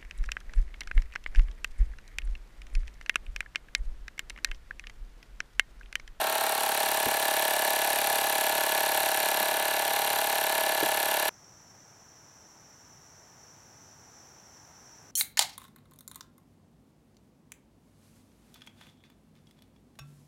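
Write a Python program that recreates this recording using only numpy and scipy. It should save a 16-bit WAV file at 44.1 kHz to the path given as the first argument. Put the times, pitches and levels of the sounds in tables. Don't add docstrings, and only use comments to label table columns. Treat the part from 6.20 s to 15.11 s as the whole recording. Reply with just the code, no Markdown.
import sys
import numpy as np
from scipy import signal
from scipy.fft import rfft, irfft
from scipy.io import wavfile

SR = 44100
rng = np.random.default_rng(int(sys.argv[2]) if len(sys.argv) > 2 else 0)


def persist_wave(psi):
    counts = np.round(np.clip(psi, -1, 1) * 32767).astype(np.int16)
    wavfile.write(sys.argv[1], SR, np.atleast_2d(counts).T)


N = 392925
TIME = np.arange(N) / SR
FIRST_SNAP_S, STOP_S = .0129, 5.094

# (frequency [Hz], density [dB per Hz, relative])
AIR_COLOUR = [(20, -25), (45, -11.5), (105, 1), (250, -5.5), (520, -9.5), (850, -5.5), (1150, -10),
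              (1600, -10.5), (2600, -19.5), (4200, -24.5), (6000, -23.5), (9500, -27.5), (16000, -30)]
AIR_DB, AIR_RISE_DB_PER_S = -59.2, .55

# (centre [Hz], nominal width [Hz], relative level [dB], wing strokes [per s])
CRICKET_BANDS = [(5550, 150, -1.5, 54), (5760, 320, 0.5, 63), (6010, 130, -1, 31), (6300, 470, -8, 82),
                 (7170, 450, -7.5, 54), (7770, 150, -20.5, 33)]
CRICKETS_DB, CRICKETS_RISE_DB_PER_S = -58.5, 0.3
CHORUS_PERIOD_S, CHORUS_CREST_S = .35, 6.95
CHORUS_DEEPENS_DB_PER_S = 0.3

# (time [s], peak level [dB], centre [Hz], width [octaves], swell time [s])
HAND_BUMPS = [(0.858, -33, 110, 1, 0.0088), (.861, -27.5, 310, 0.5, 0.0085), (3.207, -41, 220, 0.24, .005),
              (3.328, -38, 368, 0.55, .007), (4.627, -18.5, 380, 0.43, 0.0018),
              (4.631, -30, 274, 0.55, 0.0064)]

# (time [s], angle round the pump [rad], settled share [0-1])
MIC_PATH = [(0, -0.5, 0), (.2, -0.1, 0.03), (.45, 1.4, 0.26), (.75, 0.6, 0.73), (1.5, 1.17, 0.85),
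            (3.05, 2.0, 0.79), (3.5, 2.5, 0.92), (4, 2, 0.75), (5.09, 2, 0.8)]

# (time [s], level [dB])
TREBLE_SWING = [(0, -3.5), (.5, 0), (1.55, 1.2), (2.35, 0.4), (3.1, 0.8), (3.4, -2.1), (4.0, -.5),
                (4.5, -1.4), (5.09, 0)]

# (time [s], speed [turns per s])
CRANK_SPEED = [(0.27, 35.67), (0.6, 35.489), (1.62, 35.476), (2.13, 35.404), (2.63, 35.477), (2.8, 35.21),
               (3.82, 35.696), (4.15, 35.624)]
MEAN_SPEED = np.mean(np.array(CRANK_SPEED)[:, 1])

# (time after the outlet valve snap [ms], rise [ms], decay [ms],
# centre [Hz], width [octaves], relative level [dB], share of power that repeats [0-1])
STROKE_EVENTS = [ (0.0, 0.14, 2.5, 10960, 0.43, -22, 0.7), (0.1, 0.54, 19, 8730, 0.36, -35, 0.32),
                 (0.1, 0.42, 5.1, 2330, 0.81, -29.5, 0.46), (3.12, .9, 26, 720, 0.31, -25, 0.91),
                 (6.16, 0.34, 4, 1926, 0.51, -29.5, 0.69), (6.05, 1.1, 4.65, 510, 0.58, -34.5, 1),
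                 (17.04, 0.28, 4.5, 10300, 0.22, -30.5, 0.7), (16.5, 3.7, 17, 3330, 0.72, -34, 0.33),
                 (24.5, 0.71, 4.7, 1060, 0.7, -33.5, 0.58), ]

# (multiple of crank speed, relative level at the first microphone
# position [dB], relative level at the settled position [dB])
CRANK_LINES = [(3, -67, -63), (4, -67, -65.5), (6, -62, -61.5), (8, -67.5, -59), (9, -58.5, -54),
               (10, -56.5, -53), (11, -54.5, -54.5), (12, -50, -50.5), (13, -53, -51.5), (14, -55, -54.5),
               (15, -81, -77.5), (16, -54, -48.5), (17, -50, -42.5), (18, -39.5, -38.5), (19, -53, -46),
               (20, -49, -46), (21, -60, -63), (22, -37, -41.5), (23, -40, -36.5), (24, -39.5, -79),
               (25, -46.5, -44), (26, -42.5, -39), (27, -53, -51), (28, -73, -46.5), (29, -58, -55),
               (30, -46, -52.5), (37, -45, -62), (38, -44, -56.5), (42, -53, -49.5), (43, -48, -58),
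               (46, -45, -69), (47, -52, -50), (48, -58, -38.5), (49, -54.5, -41.5), (51, -45, -54.5),
               (57, -54, -47.5), (58, -58, -52)]

# (lowest multiple of crank speed, time after the valve snap [ms])
LINE_DRIVES = [(0, 7.93), (16, 3.73), (32, 5.0)]

# (centre [Hz], width [Hz])
CASE_RESONANCES = [(674, 40.4), (712, 33), (798, 170), (998, 19)]

# (centre [Hz], width [Hz], gain [dB])
GRILLE_CAVITIES = [(1318, 80, -9.5), (1600, 460, 3.5), (1986, 79, -12), (2055, 71, -7), (2200, 30, 2.5),
                   (2826, 59, 7.5), (4070, 590, 5.5), (5020, 250, -4.5), (5780, 270, 6.5), (7600, 220, 1.5),
                   (9470, 220, -0.5), (9870, 320, 2.5), (11120, 490, -10), (11500, 200, 7), (12150, 280, 7),
                   (12800, 300, 0), (13100, 300, 2.5), (16100, 840, -13)]

# (frequency [Hz], density [dB per Hz, relative])
FAN_COLOUR = [(80, -36), (200, -8), (500, -7.5), (900, 5), (2500, 2), (4500, -7), (7500, -3.5),
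              (11000, -12.5), (15500, -7)]
FAN_DB = -37.5

BAND_EDGES_HZ = (1300, 5000, 11000)

# (level [dB], share of the treble's swing,
# level change once the microphone has settled [dB])
BAND_LEVELS = [(-29.5, .15, -1.0), (-32.5, 0.18, .8), (-36, 0.79, 0), (-35.5, 0.94, -0.2)]


def from_db(db):
    return 10 ** (np.asarray(db) / 20)


def rms_one(x):
    return x / np.sqrt(np.mean(x ** 2) + 1e-20)


def in_time(rows):
    s, *columns = np.transpose(rows)
    return [np.interp(TIME, s, column) for column in columns]


def noise(gain_at, size=N):
    hz = np.maximum(np.arange(size // 2 + 1) * SR / size, 1)
    phases = np.exp(2j * np.pi * rng.random(len(hz)))
    return rms_one(irfft(gain_at(hz) * phases, size))


def spectrum(points):
    at, db = np.transpose(points)
    return lambda hz: from_db(np.interp(np.log(hz), np.log(at), db))


def hump(centre_hz, octaves):
    return lambda hz: np.exp(-.5 * (np.log2(hz / centre_hz) / octaves) ** 2)


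def drift(rate_hz, order=64):
    coarse = noise(lambda hz: 1 / (1 + (hz / order / rate_hz) ** 4), size=8192)
    return np.interp(np.arange(N) / order, np.arange(len(coarse)), coarse)


def distant_air():
    quiet_s = np.maximum(TIME - STOP_S, 0)
    return from_db(AIR_DB + AIR_RISE_DB_PER_S * quiet_s) * noise(spectrum(AIR_COLOUR))


def wing_bands(throb=0.14, scatter=0.147):
    out = 0
    for centre_hz, width_hz, db, rate in CRICKET_BANDS:
        wings = noise(lambda hz: 1 / (1 + ((hz - centre_hz) / (0.88 * width_hz)) ** 2))
        strokes = np.cumsum(rate * (1 + scatter * drift(5.8))) / SR
        out = out + from_db(db) * wings * (1 + throb * np.sin(2 * np.pi * strokes))
    return rms_one(out)


def crickets():
    quiet_s = np.maximum(TIME - STOP_S, 0)
    wave = np.cos(2 * np.pi * (TIME - CHORUS_CREST_S) / CHORUS_PERIOD_S)
    waves_db = CHORUS_DEEPENS_DB_PER_S * quiet_s * wave
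    return from_db(CRICKETS_DB + CRICKETS_RISE_DB_PER_S * quiet_s + waves_db) * wing_bands()


def bumps(size=8192):
    out, age = np.zeros(N), np.arange(size) / SR
    for s, db, centre_hz, octaves, swell_s in HAND_BUMPS:
        thud = noise(hump(centre_hz, octaves), size=size) * age * np.exp(-age / swell_s)
        at = round(s * SR)
        out[at:at + size] += from_db(db) * thud / np.abs(thud).max()
    return out


def hood_echo(x, strength=0.18, delay_s=.0031, delay_s_per_radian=0.000128):
    delay = delay_s + delay_s_per_radian * in_time(MIC_PATH)[0]
    return x + strength * np.interp(TIME - delay, TIME, x)


def grille(hz):
    grid = np.linspace(0, SR / 2, num=2048)
    db = sum(peak_db / (1 + (2 * (grid - centre) / width) ** 2)
             for centre, width, peak_db in GRILLE_CAVITIES)
    return np.interp(hz, grid, from_db(db))


def bursts(turn, repeating):
    period_ms = 1000 / MEAN_SPEED
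    grid, out = np.linspace(0, 1, num=1024), 0
    for start_ms, rise_ms, decay_ms, centre_hz, octaves, db, share in STROKE_EVENTS:
        age = (grid * period_ms - start_ms) % period_ms
        shape = (1 - np.exp(-age / rise_ms)) ** 2 * np.exp(-age / decay_ms)
        shape = shape + np.exp(-(age + period_ms) / decay_ms)
        envelope = np.interp(turn % 1, grid, shape / shape.max())
        ringing = noise(lambda hz: grille(hz) * hump(centre_hz, octaves)(hz), size=len(turn))
        power = np.clip(share if repeating else 1 - share, 0, 1)
        out = out + from_db(db) * np.sqrt(power) * envelope * ringing
    return out


def cycle(harmonics, turn):
    wave = irfft(harmonics, 16384) * 16384 / np.sqrt(2)
    return np.interp(turn % 1, np.linspace(0, 1, len(wave) + 1), np.append(wave, wave[0]))


def line_lag(orders):
    hz = orders * MEAN_SPEED
    lowest, drive_ms = np.transpose(LINE_DRIVES)
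    delay_s = drive_ms[np.digitize(orders, lowest) - 1] / 1000
    case_lag = sum(2 * np.arctan(2 * (hz - centre) / width) for centre, width in CASE_RESONANCES)
    return 2 * np.pi * hz * delay_s + case_lag


def machinery(turn, waver=0.18, rattle=0.1):
    angle, settled = in_time(MIC_PATH)
    size = round(SR / MEAN_SPEED)
    one_turn = np.arange(size) / size
    clatter_a, clatter_b = [rfft(bursts(one_turn, True)) * np.sqrt(2) / size for _ in range(2)]
    orders, first_db, settled_db = np.transpose(CRANK_LINES)
    orders = np.round(orders).astype(int)
    lag = line_lag(orders)
    out = 0
    for line_db, weight in ((first_db, 1 - settled), (settled_db, settled)):
        lines = np.zeros_like(clatter_a)
        lines[orders] = from_db(line_db) * np.exp(-1j * lag)
        out = out + weight * cycle(lines, turn)
    for depth, rate_hz in ((waver, 1.0), (rattle, 15)):
        scrambled = lines * np.exp(2j * np.pi * rng.random(len(lines)))
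        out = out + depth * drift(rate_hz) * cycle(scrambled, turn)
    clatter_a[orders] = clatter_b[orders] = 0
    return out + np.cos(angle) * cycle(clatter_a, turn) + np.sin(angle) * cycle(clatter_b, turn)


def fan():
    return from_db(FAN_DB) * noise(lambda hz: spectrum(FAN_COLOUR)(hz) * grille(hz))


def compressor(wobble_turns=0.0014, uneven_db=0.26, lowest_hz=95):
    turn = np.cumsum(in_time(CRANK_SPEED)[0]) / SR
    turn = turn - np.interp(FIRST_SNAP_S, TIME, turn) + wobble_turns * drift(17.7)
    strokes = (machinery(turn) + bursts(turn, False)) * from_db(uneven_db * drift(22))
    hz = np.arange(N // 2 + 1) * SR / N
    radiated = rfft(strokes + fan()) * hz ** 4 / (hz ** 4 + lowest_hz ** 4)
    band = np.digitize(hz, BAND_EDGES_HZ)
    body, clatter, hiss, sizzle = [irfft(radiated * (band == k), N) for k in range(4)]
    parts = (body, clatter, hood_echo(hiss), hood_echo(sizzle))
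    treble_db, settled = in_time(TREBLE_SWING)[0], in_time(MIC_PATH)[1]
    out = 0
    for (db, share, settled_db), part in zip(BAND_LEVELS, parts):
        out = out + from_db(db + share * treble_db + settled_db * settled) * rms_one(part)
    return out


def scene():
    running = np.clip((STOP_S - TIME) / .001, 0, 1)
    return (distant_air() + crickets() + bumps() + compressor() * running)[None]


def record(dry):
    return signal.sosfilt(signal.ellip(12, .1, 80, 16000, fs=SR, output="sos"), dry)


dry = scene()
out = record(dry)
persist_wave(out)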